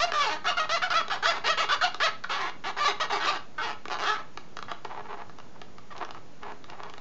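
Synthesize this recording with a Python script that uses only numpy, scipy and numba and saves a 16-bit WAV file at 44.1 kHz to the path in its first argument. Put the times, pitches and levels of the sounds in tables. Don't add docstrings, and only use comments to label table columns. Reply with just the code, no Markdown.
import sys
import numpy as np
from scipy import signal
from scipy.fft import rfft, irfft, next_fast_len
from scipy.io import wavfile
from scipy.ndimage import uniform_filter1d, map_coordinates
from numba import njit

SR = 44100
rng = np.random.default_rng(int(sys.argv[2]) if len(sys.argv) > 2 else 0)


def dump_mix(stems):
    frames = np.atleast_2d(stems).T
    limited = np.clip(frames, -1, 1)
    pcm = np.round(limited * 32767).astype(np.int16)
    wavfile.write(sys.argv[1], SR, pcm)


N = 309096
TIME = np.arange(N) / SR

# frequency_hz, relative_db
ROOM_TONE = [(20, -6), (50, -5.5), (120, 3.5), (200, 3.5), (450, -1.5), (900, -6), (3000, -17), (7000, -21),
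             (8000, -48)]
# frequency_hz, decay_s
ROOM_DECAY = [(200, 0.46), (1000, 0.31), (4000, 0.32), (8000, 0.18)]
# frequency_hz, gain_db
SKIN_SPECTRUM = [(80, -54), (200, -19), (340, -5.5), (540, -7.5), (720, 2.5), (950, 0.5), (1400, -2.5),
                 (2100, -5.5), (3000, -8.5), (4100, -8.5), (6500, -19.5), (8000, -35)]
# pitch_ratio, q, gain_db
PATCH_MODES = [(0.999, 5.1, -1), (2.298, 6.3, -13.5), (3.501, 12, -37)]
# pitch_hz, over_skin_db
AIR_MODES = [(415, 4), (573, -19.5), (706, -6), (838, -1.5), (1175, -1.5), (1311, -14.5), (1402, -15.5),
             (1691, -0.5), (1872, -3), (2245, -0.5), (2826, 1.5)]
# frequency_hz, gain_db
WET_COLOUR = [(200, 0.5), (900, -2), (1400, -4), (2500, -8), (7000, -19.5)]
# frequency_hz, gain_db
TOUCH_COLOUR = [(150, 7), (400, 9), (900, 5), (3000, 6), (7000, 8)]
# start_s, length_s, level_db
WET_WIPES = [(4.71, .016, -40), (4.845, 0.013, -35), (4.894, 0.044, -37), (4.94, 0.078, -40),
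             (5.042, 0.03, -39.5), (5.082, 0.072, -36), (5.167, 0.064, -42.5), (5.548, 0.022, -52),
             (5.946, 0.054, -42.5), (6, 0.038, -33), (6.04, 0.093, -53), (6.145, 0.038, -43),
             (6.413, 0.12, -39.5), (6.676, 0.088, -44.5), (6.767, 0.047, -44), (6.814, 0.095, -43.5),
             (6.915, .1, -52)]
# start_s, peak_db, relative_treble_db
TIP_TOUCHES = [(0.119, -16, -15), (1.081, -23, -13), (1.944, -21.5, -9), (2.238, -27, 2),
               (3.854, -24.5, -16.5), (3.881, -28, -13), (4.373, -23.5, -13.5), (4.568, -23, -10),
               (4.588, -25, -15.5), (4.625, -22.5, -9.5), (4.682, -28, -27), (4.715, -18.5, -14.5),
               (4.848, -24, -13.5), (5.295, -32.5, -17), (5.385, -31.5, -14), (5.399, -32, -16),
               (5.615, -29.5, -12), (5.782, -34.5, -12.5), (5.964, -37, 4), (5.979, -31.5, 8),
               (6.048, -28.5, -6), (6.089, -30.5, -24), (6.107, -29, -6), (6.146, -31, -15),
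               (6.431, -29, -21), (6.519, -30.5, -18), (6.641, -34, -10), (6.699, -29.5, -10),
               (6.833, -27.5, -11), (6.897, -32.5, -2), (6.937, -32.5, -7), (6.979, -30, -6.5)]
# start_s, gather_s, ease_s, first_slip_hz, crest_slip_hz,
# last_slip_hz, crest_db, fade_db, crest_roughness (0-1), first_skin_hz, last_skin_hz
SQUEAK_STROKES = [ (0.0, .039, 0.015, 576, 701.3, 663, -22, 6, .05, 1150, 620),
                  (0.068, 0.022, .012, 677, 677, 680, -33, 4, 0.3, 800, 640),
                  (0.134, .08, .048, 614.3, 573.5, 489, -24, 4.5, 0.15, 1300, 1290),
                  (0.262, .01, .025, 459, 438.4, 390, -26.5, 2.5, 0, 950, 850),
                  (0.295, .035, 0.041, 304, 311.3, 282, -29.5, 9, 0.14, 1100, 980),
                  (0.443, 0.011, 0.0074, 299, 398, 444, -30.5, -1.5, 0.4, 1390, 1340),
                  (0.46, .022, .046, 537, 725.6, 422, -23, 7.5, .25, 1380, 1123),
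                  (0.569, 0.015, 0.013, 680, 712, 680, -23, 9, .2, 1350, 1240),
                  (0.595, 0.0051, 0.056, 640, 634.7, 607, -25, 12.5, 0.1, 1100, 900),
                  (0.692, 0.056, .034, 588.4, 682, 398, -24.5, 5, 0.08, 1300, 1050),
                  (0.818, 0.02, 0.043, 590, 749, 635, -24, 14, .25, 1480, 1260),
                  (0.902, 0.023, 0.013, 653, 721, 627, -24, 6, 0.4, 1325, 1375),
                  (0.939, 0.032, 0.045, 600, 670, 591, -22, 8, 0.14, 1230, 1250),
                  (1.099, .02, 0.059, 440, 790, 396, -26.5, 10, 0.7, 1400, 980),
                  (1.225, 0.025, 0.0087, 362, 490, 514, -24.5, -3, 0.1, 1310, 1410),
                  (1.255, 0.036, .034, 609, 688.7, 559, -22.5, 6, 0.12, 1243, 1163),
                  (1.33, .04, 0.013, 293, 197.6, 185, -32, 2.5, 0.7, 1150, 1026),
                  (1.439, 0.013, .03, 383.6, 465, 517, -28.5, -5, 0.3, 1020, 1185),
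                  (1.483, .024, 0.043, 588, 653.6, 505, -21.5, 16.5, 0, 1320, 1290),
                  (1.573, .032, .047, 437, 659.5, 332, -24, 5, 0.27, 1220, 1030),
                  (1.689, .04, 0.034, 299.5, 589.5, 303.7, -22, 10, .2, 1450, 1140),
                  (1.811, .032, .038, 578, 729.7, 628, -21, 11.5, 0.3, 1550, 855),
                  (2.001, 0.042, 0.049, 397.3, 663, 290, -22, 5, .08, 1340, 1300),
                  (2.238, .003, 0.012, 419, 424, 250, -28.5, 7, 0.8, 1430, 1340),
                  (2.293, 0.021, 0.079, 373, 549, 622, -28, 5.5, .5, 1280, 1330),
                  (2.394, .02, 0.084, 398, 379.8, 204, -30, 3, 0.8, 1060, 1120),
                  (2.639, .037, 0.037, 237.4, 396.8, 301, -31, 3, 0.3, 1280, 964),
                  (2.766, .022, .012, 336.6, 407, 497, -30, -1, 0.7, 1000, 1050),
                  (2.803, .01, .036, 569, 590.4, 556, -26, -1, 0.1, 1170, 1210),
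                  (2.85, .016, .013, 557, 584, 547, -21.5, 4.5, 0, 1230, 1170),
                  (2.878, .006, .04, 458, 405.6, 277, -22.5, 10.5, 0.4, 1050, 1180),
                  (2.999, 0.014, 0.049, 456, 647, 369, -25, 9.5, .3, 1170, 1160),
                  (3.097, 0.0079, .014, 380, 478, 456, -29, -1, 0.4, 1020, 1080),
                  (3.122, .01, .062, 436, 415, 129.5, -24.5, 6, 0.5, 860, 990),
                  (3.201, 0.031, 0.033, 304, 333, 321.4, -29, -1, .7, 1480, 1210),
                  (3.268, .024, .023, 524.4, 610, 379, -23, 5.5, .3, 1050, 1140),
                  (3.315, 0.008, 0.055, 397.5, 392, 200.2, -31.5, 1.5, .6, 1160, 1014),
                  (3.58, .003, 0.033, 318, 301.7, 306.4, -30, 2.5, 0.1, 1400, 1390),
                  (3.613, .02, 0.047, 403, 477, 259.7, -30.5, 3, 0.23, 1200, 980),
                  (3.672, .028, 0.032, 218.6, 151, 114.4, -33, 5.5, .35, 1280, 980),
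                  (3.899, .027, 0.05, 96.8, 192.3, 90, -29.5, 7, .4, 980, 1030),
                  (3.987, .047, .006, 120.2, 221.3, 231, -30, -6, 0.3, 1000, 1200),
                  (4.043, .055, 0.071, 245.7, 427, 447, -25, 10, 0.3, 1370, 1330),
                  (4.178, .016, 0.023, 391, 568.4, 738, -39, 8, .3, 1140, 1230),
                  (4.682, 0.018, 0.036, 249.3, 238.6, 205, -38.5, 6, .6, 1300, 1250),
                  (5.904, 0.014, 0.013, 650, 591, 374, -42.5, -1, 0.18, 1300, 950), ]


def amp(db):
    return 10 ** (np.asarray(db) / 20)


def unit(x):
    return x / np.sqrt(np.mean(x ** 2) + 1e-20)


def along(points, hz):
    frequencies, values = np.transpose(points)
    return np.interp(np.log(hz + 1), np.log(frequencies), values)


def filtered(x, response):
    size = next_fast_len(len(x) + SR // 20)
    return irfft(rfft(x, size) * response(np.fft.rfftfreq(size, 1 / SR)), size)[:len(x)]


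def through(x, response):
    return signal.fftconvolve(x, response)[:len(x)]


def pulses(times, sizes, count):
    at = times[:, None] * SR
    taps = np.floor(at).astype(int) + np.arange(-7, 9)
    shape = np.sinc(taps - at) * np.cos(np.pi * (taps - at) / 16) ** 2
    return np.bincount(np.clip(taps, 0, count - 1).ravel(), (sizes[:, None] * shape).ravel(), count)


def treble(hz, corner_hz=2300):
    return 1 - 1 / (1 + (hz / corner_hz) ** 4)


def room_tone(level_db=-52.5):
    noise = filtered(rng.standard_normal(N), lambda hz: amp(along(ROOM_TONE, hz)))
    return amp(level_db) * unit(noise)


def wall_reflections(x, wet_db=-9, predelay_s=.004):
    hz, t, spectrum = signal.stft(rng.standard_normal(SR // 2), SR, nperseg=256)
    decay = amp(-60 * t / along(ROOM_DECAY, hz)[:, None])
    tail = signal.istft(spectrum * decay, SR, nperseg=256)[1]
    tail /= np.linalg.norm(tail)
    return amp(wet_db) * through(x, np.pad(tail, (int(predelay_s * SR), 0)))


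def balloon_body(contact_db, air_width_hz=33, ripple_delay_s=.00181, size=4096):
    hz = np.fft.rfftfreq(size, 1 / SR)
    cepstrum = irfft(np.log(amp(along(SKIN_SPECTRUM, hz) + contact_db(hz))))
    cepstrum[1:size // 2] *= 2
    cepstrum[size // 2 + 1:] = 0
    skin = np.exp(rfft(cepstrum))
    loss = 1j * hz * air_width_hz
    air = sum(amp(db) * loss / (pitch_hz ** 2 - hz ** 2 + loss) for pitch_hz, db in AIR_MODES)
    delay_s = ripple_delay_s / (1 + hz / 2200)
    lag = np.exp(-2j * np.pi * np.cumsum(delay_s) * SR / size)
    return irfft(skin * (1 + air) * lag)


@njit
def resonate(x, step, damping):
    out = np.zeros(len(x))
    place = speed = 0.0
    for i in range(len(x)):
        speed += step[i] * (damping * (x[i] - speed) - place)
        place += step[i] * speed
        out[i] = speed
    return out


def skin_patch(force, skin_hz, direct=.76, slack_hz=1200, focus=10.5):
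    skin_hz = np.clip(skin_hz, 500, 1900)
    step = 2 * np.pi * skin_hz / SR
    ring = sum(amp(db) * resonate(force, step * ratio, 1 / q) for ratio, q, db in PATCH_MODES)
    slackness = np.minimum(slack_hz / skin_hz, 1) ** focus
    return ring + direct * slackness * force


def skin_ripples(force, share=.94, life_s=.0052, renew_s=.036, corner_hz=1500, size=500):
    t = np.arange(len(force)) / SR
    renewals = np.arange(int(t[-1] / renew_s) + 2) * renew_s
    paths = rng.standard_normal((64, size))[:len(renewals)]
    paths *= np.exp(-np.arange(size) / SR / life_s)
    paths /= np.linalg.norm(paths, axis=1, keepdims=True)
    paths = signal.lfilter(*signal.butter(2, corner_hz, "high", fs=SR), paths)
    crossfades = np.sqrt(np.clip(1 - np.abs(t - renewals[:, None]) / renew_s, 0, 1))
    returns = signal.fftconvolve(force * crossfades, paths, axes=1).sum(0)
    return force + share * returns[:len(force)]


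def wet_drag(slip_hz=400, drift=.12, jitter=.14, scatter_db=4, skin_hz=1020, wander=.13, arch=.38):
    strength = np.zeros(N)
    for start_s, length_s, level_db in WET_WIPES:
        progress = np.clip((TIME - start_s) / length_s, 0, 1)
        strength += amp(level_db) * np.abs(np.sin(np.pi * progress)) ** arch
    knots = np.linspace(0, TIME[-1], 250)
    speed = np.interp(TIME, knots, rng.standard_normal(len(knots)))
    tension = np.interp(TIME, knots, rng.standard_normal(len(knots)))
    cycles = np.cumsum(slip_hz * np.exp(drift * speed)) / SR
    slips = np.arange(int(cycles[-1]))
    time_scatter, size_scatter = rng.standard_normal((5000, 2))[:len(slips)].T
    slip_times = np.interp(slips + jitter * time_scatter, cycles, TIME)
    force = pulses(slip_times, amp(scatter_db * size_scatter), N)
    force = skin_patch(force, skin_hz * np.exp(wander * tension), direct=.77)
    body = balloon_body(lambda hz: along(WET_COLOUR, hz))
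    return through(force * strength, body) / np.std(through(force, body))


def tip_ticks(sharp_db=12, flutter=.17, flutter_s=.0021, skin_hz=1250, lag_s=.00063):
    out, t = np.zeros(N + SR), np.arange(SR // 5) / SR
    for start_s, peak_db, treble_db in TIP_TOUCHES:
        force = flutter * rng.standard_normal(len(t)) * np.exp(-t / flutter_s)
        force[0] = 1
        force = skin_patch(force, np.full(len(t), skin_hz), direct=1.0)
        body = balloon_body(lambda hz: along(TOUCH_COLOUR, hz) + (treble_db + sharp_db) * treble(hz))
        tick = through(force, body)
        out[round((start_s + lag_s) * SR):][:len(t)] += amp(peak_db) * tick / np.abs(tick).max()
    return out[:N]


def hand_arch(t, stroke, landing_db=3.5, db_per_octave=2, landing_rough=.2, easing_rough=.5):
    gather_s, ease_s, first_hz, crest_hz, last_hz, crest_db, fade_db, crest_rough, *_ = stroke
    gathering = t < gather_s
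    from_crest = np.interp(t, [0, gather_s, gather_s + ease_s], [1, 0, 1])
    glide = from_crest ** np.where(gathering, 1.4, 1.8)
    slip_hz = crest_hz + (np.where(gathering, first_hz, last_hz) - crest_hz) * glide
    lightness = from_crest ** .91
    level_db = crest_db + db_per_octave * np.log2(slip_hz / crest_hz)
    level_db -= np.where(gathering, landing_db, fade_db) * lightness
    rough = crest_rough + np.where(gathering, landing_rough, easing_rough) * lightness
    return slip_hz, level_db, np.clip(rough, 0, 1)


def squeak(stroke, body, jitter=.072, scatter_db=3, rub=.55, waver=.025, bite=.57, firm_db=-27):
    gather_s, ease_s, *_, first_skin_hz, last_skin_hz = stroke
    length_s = gather_s + ease_s
    t = np.arange(int((length_s + .08) * SR)) / SR
    moving = t <= length_s
    slip_hz, level_db, rough = hand_arch(t, stroke)
    unsteady = map_coordinates(rng.standard_normal(200), [t * 130], mode="mirror")
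    cycles = np.cumsum(slip_hz * (1 + waver * rough * unsteady)) / SR
    slips = np.arange(int(cycles[moving][-1]) + 1)
    disorder = np.interp(slips, cycles, rough)
    time_scatter, size_scatter = rng.standard_normal((200, 2))[:len(slips)].T
    slip_times = np.interp(slips + jitter * disorder * time_scatter, cycles, t)
    slip_times = np.minimum(slip_times, length_s - .002)
    force = pulses(slip_times + .0003, amp(scatter_db * disorder * size_scatter), len(t))
    sliding = unit(np.exp(-3 * (cycles % 1)) * moving)
    rasp = sliding * rng.standard_normal(SR // 2)[:len(t)]
    force += rub * rough * np.sqrt(np.gradient(cycles)) * rasp
    force += (amp(bite * (level_db - firm_db)) - 1) * filtered(force, treble)
    skin_hz = np.interp(t, [0, length_s], [first_skin_hz, last_skin_hz])
    force = skin_patch(skin_ripples(force), skin_hz)
    power = uniform_filter1d(through(force, body)[moving] ** 2, size=700)
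    pressure = amp(level_db) / np.sqrt(np.interp(t, t[moving], np.abs(power)) + 1e-12)
    return through(force * pressure, body)


def marker_squeaks():
    out, body = np.zeros(N + SR), balloon_body(contact_db=np.zeros_like)
    for start_s, *stroke in SQUEAK_STROKES:
        sound = squeak(stroke, body)
        out[round(start_s * SR):][:len(sound)] += sound
    return out[:N]


def scene():
    marker = marker_squeaks() + wet_drag() + tip_ticks()
    return (marker + wall_reflections(marker) + room_tone())[None]


def record(dry, corner_hz=7550, stop_hz=8200, offset=.0153):
    mono = filtered(dry[0], lambda hz: (hz < stop_hz) / np.sqrt(1 + (hz / corner_hz) ** 70))
    return mono[None] + offset


dry = scene()
out = record(dry)
dump_mix(out)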